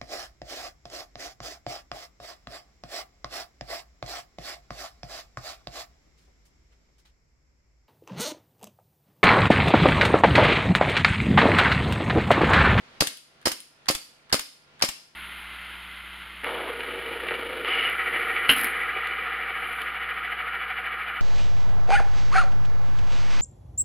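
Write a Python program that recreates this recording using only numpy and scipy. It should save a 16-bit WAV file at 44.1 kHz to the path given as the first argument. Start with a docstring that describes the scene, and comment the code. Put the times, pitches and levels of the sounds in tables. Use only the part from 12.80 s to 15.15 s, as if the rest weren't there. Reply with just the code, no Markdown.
"""Five sharp pistol shots smack a cardboard box close by, each with a short room ring, over faint ventilation.
A gas blowback airsoft pistol is fired in a small shop, just in front of the microphone pair.
Each shot is shaped noise for the crack and venting gas, with decaying tones for the steel and the box.
The toggle then hits its rear stop and snaps shut; three times a spent pellet bounces.
Light trigger ticks come before every shot but the first. Filtered noise makes the air and the room."""
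import sys
import numpy as np
from scipy import signal
from scipy.fft import rfft, irfft
from scipy.io import wavfile

SR = 44100
rng = np.random.default_rng(int(sys.argv[2]) if len(sys.argv) > 2 else 0)


def wav_out(sig):
    """Save sig, one row per channel (or a flat mono array), as 16-bit PCM at SR to the path in sys.argv[1]."""
    wavfile.write(sys.argv[1], SR, np.round(np.clip(np.atleast_2d(sig).T, -1, 1) * 32767).astype(np.int16))


N = 103635  # length in samples

# hammer and gas burst of each shot: t/s, relative level/dB, bass/dB, middle/dB, steel band/dB, treble/dB,
# rise/s, decay/s, left over right/dB, pitch ratio
SHOT_EVENTS = [(.2030, 2.5, -3, -1.5, 0, -2, 0.0054, 0.0035, 0, .94),
               (0.6535, -4, 0.5, 0.5, -1.5, -1, 0.0038, 0.011, -2, 1.017),
               (1.082, -3, -2.5, 3, 1.5, 1.5, 0.0054, 0.0058, -1.5, 0.97),
               (1.5240, -0.25, -5.5, 0.5, 1, 0, 0.0041, 0.0066, -0.5, 0.98),
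               (2.0202, -1, -3, 3, 2.5, 0, 0.0041, 0.0041, -1.5, 1.007)]
# spectrum of the toggle's metal blows: f/Hz, relative level per Hz/dB
METAL_SPECTRUM = [(25, 0.5), (70, -3.5), (250, -7.5), (500, -16), (900, -4), (1500, 0), (2300, -1.5),
                  (3200, 3), (4700, -2.5), (6000, -4), (7500, -2), (9500, -6), (13000, -8), (16000, -22.5)]


def amp(db):
    """Turns decibels into a gain."""
    return 10 ** (np.asarray(db) / 20)


def read(points, hz):
    """Reads a curve between its points, on a log-frequency axis."""
    f, value = np.transpose(points)
    return np.interp(np.log(hz + 1), np.log(f + 1), value)


def add(mix, s, sound):
    """Lays a sound into the mix at time s, cutting off what runs past the end."""
    part = mix[:, max(round(s * SR), 0):][:, :sound.shape[-1]]
    part += sound[..., :part.shape[1]]


def pair(z):
    """Blends two unrelated signals until they are as alike as the two microphones hear them."""
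    # likeness of the microphones, limited to +-0.99 below: f/Hz, correlation
    likeness = [(60, -0.4), (160, 1.1), (300, 0.78), (700, 0.38), (1300, -0.1), (2200, -0.04),
                (4500, -0.14), (12000, 0)]
    a, b = rfft(z)
    same = np.clip(read(likeness, np.fft.rfftfreq(z.shape[1], 1 / SR)), -.99, .99)
    mid = a * np.sqrt((1 + same) / 2)
    side = b * np.sqrt((1 - same) / 2)
    return irfft(np.array([mid + side, mid - side]), z.shape[1])


def colour(x, points, tone=(0, 0, 0, 0), size=4096):
    """Filters with a spectrum scaled to unit power, then four broad tone controls; nothing sounds early."""
    # centres of the bass, middle, steel band and treble controls: f/Hz
    tone_centres = [200, 1500, 4800, 10000]
    hz = abs(np.fft.fftfreq(size, 1 / SR))
    gain = amp(read(points, hz))
    gain = gain / np.sqrt(np.mean(gain ** 2))
    gain = gain * amp(read(list(zip(tone_centres, tone)), hz))
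    # minimum phase: the filter's energy comes as early as it can
    log_spectrum = np.conj(signal.hilbert(np.log(gain)))
    taps = np.fft.ifft(np.exp(log_spectrum)).real
    return signal.fftconvolve(x, taps[None, :size // 2], axes=1)[:, :x.shape[1]]


def clock(size=16384):
    """Time axis of one event, in seconds."""
    return np.arange(size) / SR


def swell(rise_s, decay_s):
    """Loudness shape of a blow: an accelerating rise, then an exponential fall."""
    t = clock()
    rise = np.minimum(t / rise_s, 1) ** 2
    fall = np.exp(-np.maximum(t - rise_s, 0) / decay_s)
    return rise * fall


def burst(envelope):
    """A dense rattle of tiny positive or negative pressure steps under an envelope."""
    return pair(rng.choice([-1., 1.], (2, len(envelope)))) * envelope


def ventilation():
    """Air noise and a faint wavering hum; both sink at each shot and creep back."""
    # spectrum of the air noise: f/Hz, relative level per Hz/dB
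    air_spectrum = [(25, -14), (70, -7.5), (145, -12.5), (220, -7), (640, -9.5), (950, -9), (1400, -9),
                    (2600, -10.5), (4800, -17), (6500, -26), (12000, -41), (16000, -44)]
    # air noise over time: t/s, level/dB
    air_level = [(0, -53.5), (.19, -52.5), (.26, -74), (.48, -62.5), (.63, -57.5), (.75, -68.5),
                 (1.03, -59), (1.2, -63.5), (1.47, -59.5), (1.62, -67.5), (1.97, -57), (2.1, -61),
                 (2.35, -63.5)]
    # hum tones at their fullest: f/Hz, level/dB
    hum_tones = [(145.3, -71.5), (506, -76), (651, -75), (1394, -71.5)]
    hum_full_db = -57.5  # air level below which the hum sinks with it
    t = np.arange(N) / SR
    level_db = np.interp(t, *np.transpose(air_level))
    hum = 0
    for hz, db in hum_tones:
        waver = .02 * np.cumsum(rng.standard_normal(N))
        phase = 2 * np.pi * hz * t + waver + rng.random((2, 1))
        hum = hum + amp(db) * np.sqrt(2) * np.sin(phase)
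    air = colour(pair(rng.standard_normal((2, N))), air_spectrum)
    return air * amp(level_db) + hum * amp(np.minimum(level_db - hum_full_db, 0))


def steel(rise_s):
    """The ring of the barrel and toggle: fading tones, whose balance differs at every blow."""
    # ringing tones of the steel parts: f/Hz, relative level/dB, time to fall 60 dB/s
    steel_modes = [(2153, 9, 0.15), (2860, -7, 0.082), (3434, -8.5, .2), (4322, 2, .15), (4400, -4, .2),
                   (4645, -3, .18), (4740, -8, 0.17), (5300, 3, 0.13), (4960, -30, .12), (5600, -8, .1),
                   (7000, -12, .12)]
    t = clock()
    ring = 0
    for hz, db, t60 in steel_modes:
        strength = rng.rayleigh(np.sqrt(.5))
        tone = np.sin(2 * np.pi * (hz * t + rng.random((2, 1))))
        ring = ring + strength * amp(db - 60 * t / t60) * tone
    return amp(-32) * np.minimum(t / rise_s, 1) ** 2 * ring


def shots():
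    """The hammer knocks the valve open: a crack, then venting gas."""
    # spectrum of crack and gas at pitch ratio 1: f/Hz, relative level per Hz/dB
    shot_spectrum = [(25, -20), (60, -24), (140, -2), (260, 1.5), (400, -2.5), (620, 0), (820, 5.5),
                     (1000, 2), (1500, -1), (2400, 0), (3700, -1.5), (4400, 4.5), (5200, 9.5), (5900, -1.5),
                     (7500, -4), (10500, -8.5), (13500, -9.5), (16000, -24.5)]
    shot_db = -13  # added to every shot's own level
    vent_db, vent_s = -15, 0.032  # gas level relative to the crack, and its decay time
    out = np.zeros((2, N))
    for s, db, bass, middle, band, treble, rise_s, decay_s, pan_db, pitch in SHOT_EVENTS:
        envelope = swell(rise_s, decay_s) + amp(vent_db) * swell(rise_s, vent_s)
        spectrum = [(hz * pitch, level) for hz, level in shot_spectrum]
        crack = colour(burst(envelope), spectrum, (bass, middle, band, treble))
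        crack = crack + amp(band) * steel(rise_s)
        left_right = amp([[pan_db / 2], [-pan_db / 2]])
        add(out, s, amp(shot_db + db) * left_right * crack)
    return out


def room(x):
    """Early echoes from the table and shelves, then the shop's tail, which fades at its own rate per pitch."""
    # how fast the tail fades: f/Hz, time to fall 60 dB/s
    fade_times = [(150, .5), (400, 0.34), (1000, 0.37), (2800, 0.4762), (5000, 0.53), (9000, 0.4677),
                  (15000, 0.43)]
    # spectrum of the tail, which also sets its strength: f/Hz, level/dB
    tail_spectrum = [(40, -28), (110, -34), (170, -24), (275, -17), (400, -20), (900, -16.5), (2500, -12),
                     (5000, -14.5), (8500, -13), (9500, -9.5), (10800, -11.5), (15000, -13.5)]
    # spectrum of the early echoes: f/Hz, relative level/dB
    early_spectrum = [(40, -45), (150, -16.5), (300, 0.5), (600, -7), (1500, 0), (5000, 0), (16000, 3)]
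    onset_s, early_db, early_s = 0.029, -5, 0.016  # tail rise, early echo level and decay
    t = np.arange(SR) / SR
    # scattered echoes: about one sample in 25, none in the first 3 ms
    sparse = rng.choice([-1., 1.], (2, SR)) * (rng.random((2, SR)) < .04)
    early = pair(sparse) * np.exp(-t / early_s) * (t > .003)
    early_size = np.sqrt(np.sum(early ** 2) / 2)
    early = amp(early_db) * colour(early, early_spectrum) / early_size
    hz, times, z = signal.stft(pair(rng.standard_normal((2, SR))), SR, nperseg=256)
    fade = amp(-60 * times / read(fade_times, hz)[:, None])
    tail = signal.istft(z * fade, SR, nperseg=256)[1][:, :SR]
    tail = tail * np.minimum(t / onset_s, 1) ** 2
    tail_gain = np.sqrt(np.mean(amp(read(tail_spectrum, hz)) ** 2))
    tail = tail_gain * colour(tail / np.linalg.norm(tail[0]), tail_spectrum)
    return signal.fftconvolve(x, tail + early, axes=1)[:, :N]


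def puffs():
    """Each shot blows one low push and pull of pressure across the microphones."""
    # gas puffs: t of the middle/s, peak level on the left/dB, f/Hz, right as a share of left (minus = flipped)
    puff_events = [(0.2135, -16.5, 140, -0.098), (0.661, -25, 170, -0.7), (1.088, -26, 200, -0.87),
                   (1.531, -18, 170, 0.24), (2.0250, -23, 240, -0.54)]
    out, t = np.zeros((2, N)), np.arange(N) / SR
    for s, db, hz, right in puff_events:
        u = 2 * np.pi * hz * (t - s)
        push_pull = -u * np.exp((1 - u ** 2) / 2)
        out += np.array([[1], [right]]) * amp(db) * push_pull
    return out


def box():
    """The pellet punches the cardboard: a snap and a hollow knock, its tones shifted slightly at random each time."""
    # pellet hits: t/s, relative level/dB, extra snap/dB
    hits = [(0.2222, 1, -0.5), (0.6713, 1.5, 1.5), (1.1010, 0.5, -6), (1.543, 1.5, 0), (2.0384, -1.5, -2.5)]
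    # hollow tones of the cardboard, before the random shift: f/Hz, relative level/dB, time to fall 60 dB/s
    box_modes = [(190, -36, 0.011), (296, -24.5, 0.027), (430, -25, 0.0095), (547.5, -20, 0.023),
                 (636, -24, 0.011), (1150, -17.5, 0.012)]
    # spectrum of the snap: f/Hz, relative level per Hz/dB
    snap_spectrum = [(60, -29), (400, -4), (1300, -2.5), (3000, 0), (8000, -10), (16000, -26)]
    snap_db, snap_s = -16.5, 0.0013  # snap level before its extra, and decay time
    out, t = np.zeros((2, N)), clock()
    low_cut = signal.butter(1, 110, "high", fs=SR)
    for s, db, extra_db in hits:
        knock = 0
        for hz, level, t60 in box_modes:
            tone = np.sin(2 * np.pi * hz * rng.uniform(0.972, 1.058) * t)
            knock = knock - amp(level - 60 * t / t60) * tone
        snap = colour(burst(swell(0.00021, snap_s)), snap_spectrum)
        snap = amp(snap_db + extra_db) * snap
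        add(out, s, amp(db) * (signal.lfilter(*low_cut, knock) + snap))
    return out


def toggle_stops():
    """The toggle strikes its rear stop: a thin, metallic burst of noise and a steel ring."""
    # rear stop blows: t/s, level/dB
    stops = [(0.2268, -24.5), (.6775, -22), (1.106, -21), (1.548, -23.5), (2.0445, -23)]
    rise_s, decay_s = 0.0028, 0.0067
    out = np.zeros((2, N))
    for s, db in stops:
        blow = colour(burst(swell(rise_s, decay_s)), METAL_SPECTRUM, (-9, -1.5, -2.0, -1.0))
        add(out, s, amp(db) * (blow + steel(rise_s)))
    return out


def toggle_closes():
    """The toggle slides forward with a swelling scrape, then snaps shut with a steel ring."""
    # snaps: t/s, level/dB, decay/s, thud in the bass/dB
    closes = [(0.2711, -19.5, 0.0024, -2.5), (0.7166, -24, 0.0057, 5), (1.1498, -22, 0.0042, 0),
              (1.5934, -23, 0.0034, -1), (2.0878, -23.5, 0.0044, 5)]
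    rise_s = .0012
    slide_s, slide_db = .009, -10  # rise time of the slide, and its level relative to the snap
    out = np.zeros((2, N))
    for s, db, decay_s, thud_db in closes:
        slide = colour(burst(swell(slide_s, decay_s)), METAL_SPECTRUM)
        add(out, s - slide_s, amp(db + slide_db) * slide)
        snap = colour(burst(swell(rise_s, decay_s)), METAL_SPECTRUM, (thud_db, -1, 0, 0))
        add(out, s, amp(db) * (snap + steel(rise_s)))
    return out


def pellet_bounces():
    """Spent pellets bounce: very short, bright noise clicks."""
    # bounces: t/s, level/dB
    bounces = [(0.3724, -35), (0.8032, -32), (1.822, -55.5)]
    # spectrum of a bounce: f/Hz, relative level per Hz/dB
    bounce_spectrum = [(200, -27), (1800, -19), (3200, 9), (6000, -7), (10500, 2.5), (16000, -17.5)]
    out = np.zeros((2, N))
    for s, db in bounces:
        click = colour(burst(swell(0.00084, 0.00075)), bounce_spectrum)
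        add(out, s, amp(db) * click)
    return out


def trigger_ticks():
    """The trigger linkage is taken up: light noise clicks, some brighter than others."""
    # ticks: t/s, level/dB, treble/dB (half as much in the steel band)
    ticks = [(0.614, -52.5, 12), (0.627, -50, 3), (1.0571, -40.5, 4.5), (1.067, -38.5, -6.5),
             (1.4955, -42.5, 4), (1.501, -39.5, -2), (1.516, -37, -15.5), (1.9938, -45.5, 10),
             (2.0017, -37.5, -6), (2.0116, -30, 2)]
    # spectrum of a tick before its treble setting: f/Hz, relative level per Hz/dB
    tick_spectrum = [(100, -8.5), (600, -10), (1050, 1.5), (1650, 8), (2400, -6), (3300, -2), (4500, -8),
                     (6000, -17), (12000, -21.5), (16000, -37)]
    out = np.zeros((2, N))
    for s, db, treble_db in ticks:
        click = colour(burst(swell(0.0011, .003)), tick_spectrum, (0, 0, treble_db / 2, treble_db))
        add(out, s, amp(db) * click)
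    return out


def scene():
    """Pistol and box in the room; each shot's stretch gets its own random echoes."""
    dry = shots() + box() + toggle_stops() + toggle_closes() + pellet_bounces() + trigger_ticks()
    # number of the shot whose stretch each sample lies in
    turn = np.searchsorted([row[0] for row in SHOT_EVENTS[1:]], np.arange(N) / SR)
    echoes = sum(room(dry * (turn == k)) for k in range(len(SHOT_EVENTS)))
    return dry + echoes + puffs() + ventilation()


def record(dry):
    """The two microphones differ in colour; then everything above about 16 kHz is cut."""
    # left microphone over right: f/Hz, level difference/dB
    balance = [(40, 8), (110, -3.5), (260, -1), (500, 0.5), (800, -2.5), (1200, -0.5), (3000, 0),
               (4800, -3), (6500, 6), (8100, 3), (9500, 17), (11000, -1), (16000, 3)]
    lean_db = read(balance, np.fft.rfftfreq(2 * N, 1 / SR))
    heard = irfft(rfft(dry, 2 * N) * amp([lean_db / 2, -lean_db / 2]))[:, :N]
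    high_cut = signal.firwin(255, 16000, window=("kaiser", 9), fs=SR)
    return signal.oaconvolve(heard, high_cut[None], "same")


dry = scene()
out = record(dry)
wav_out(out)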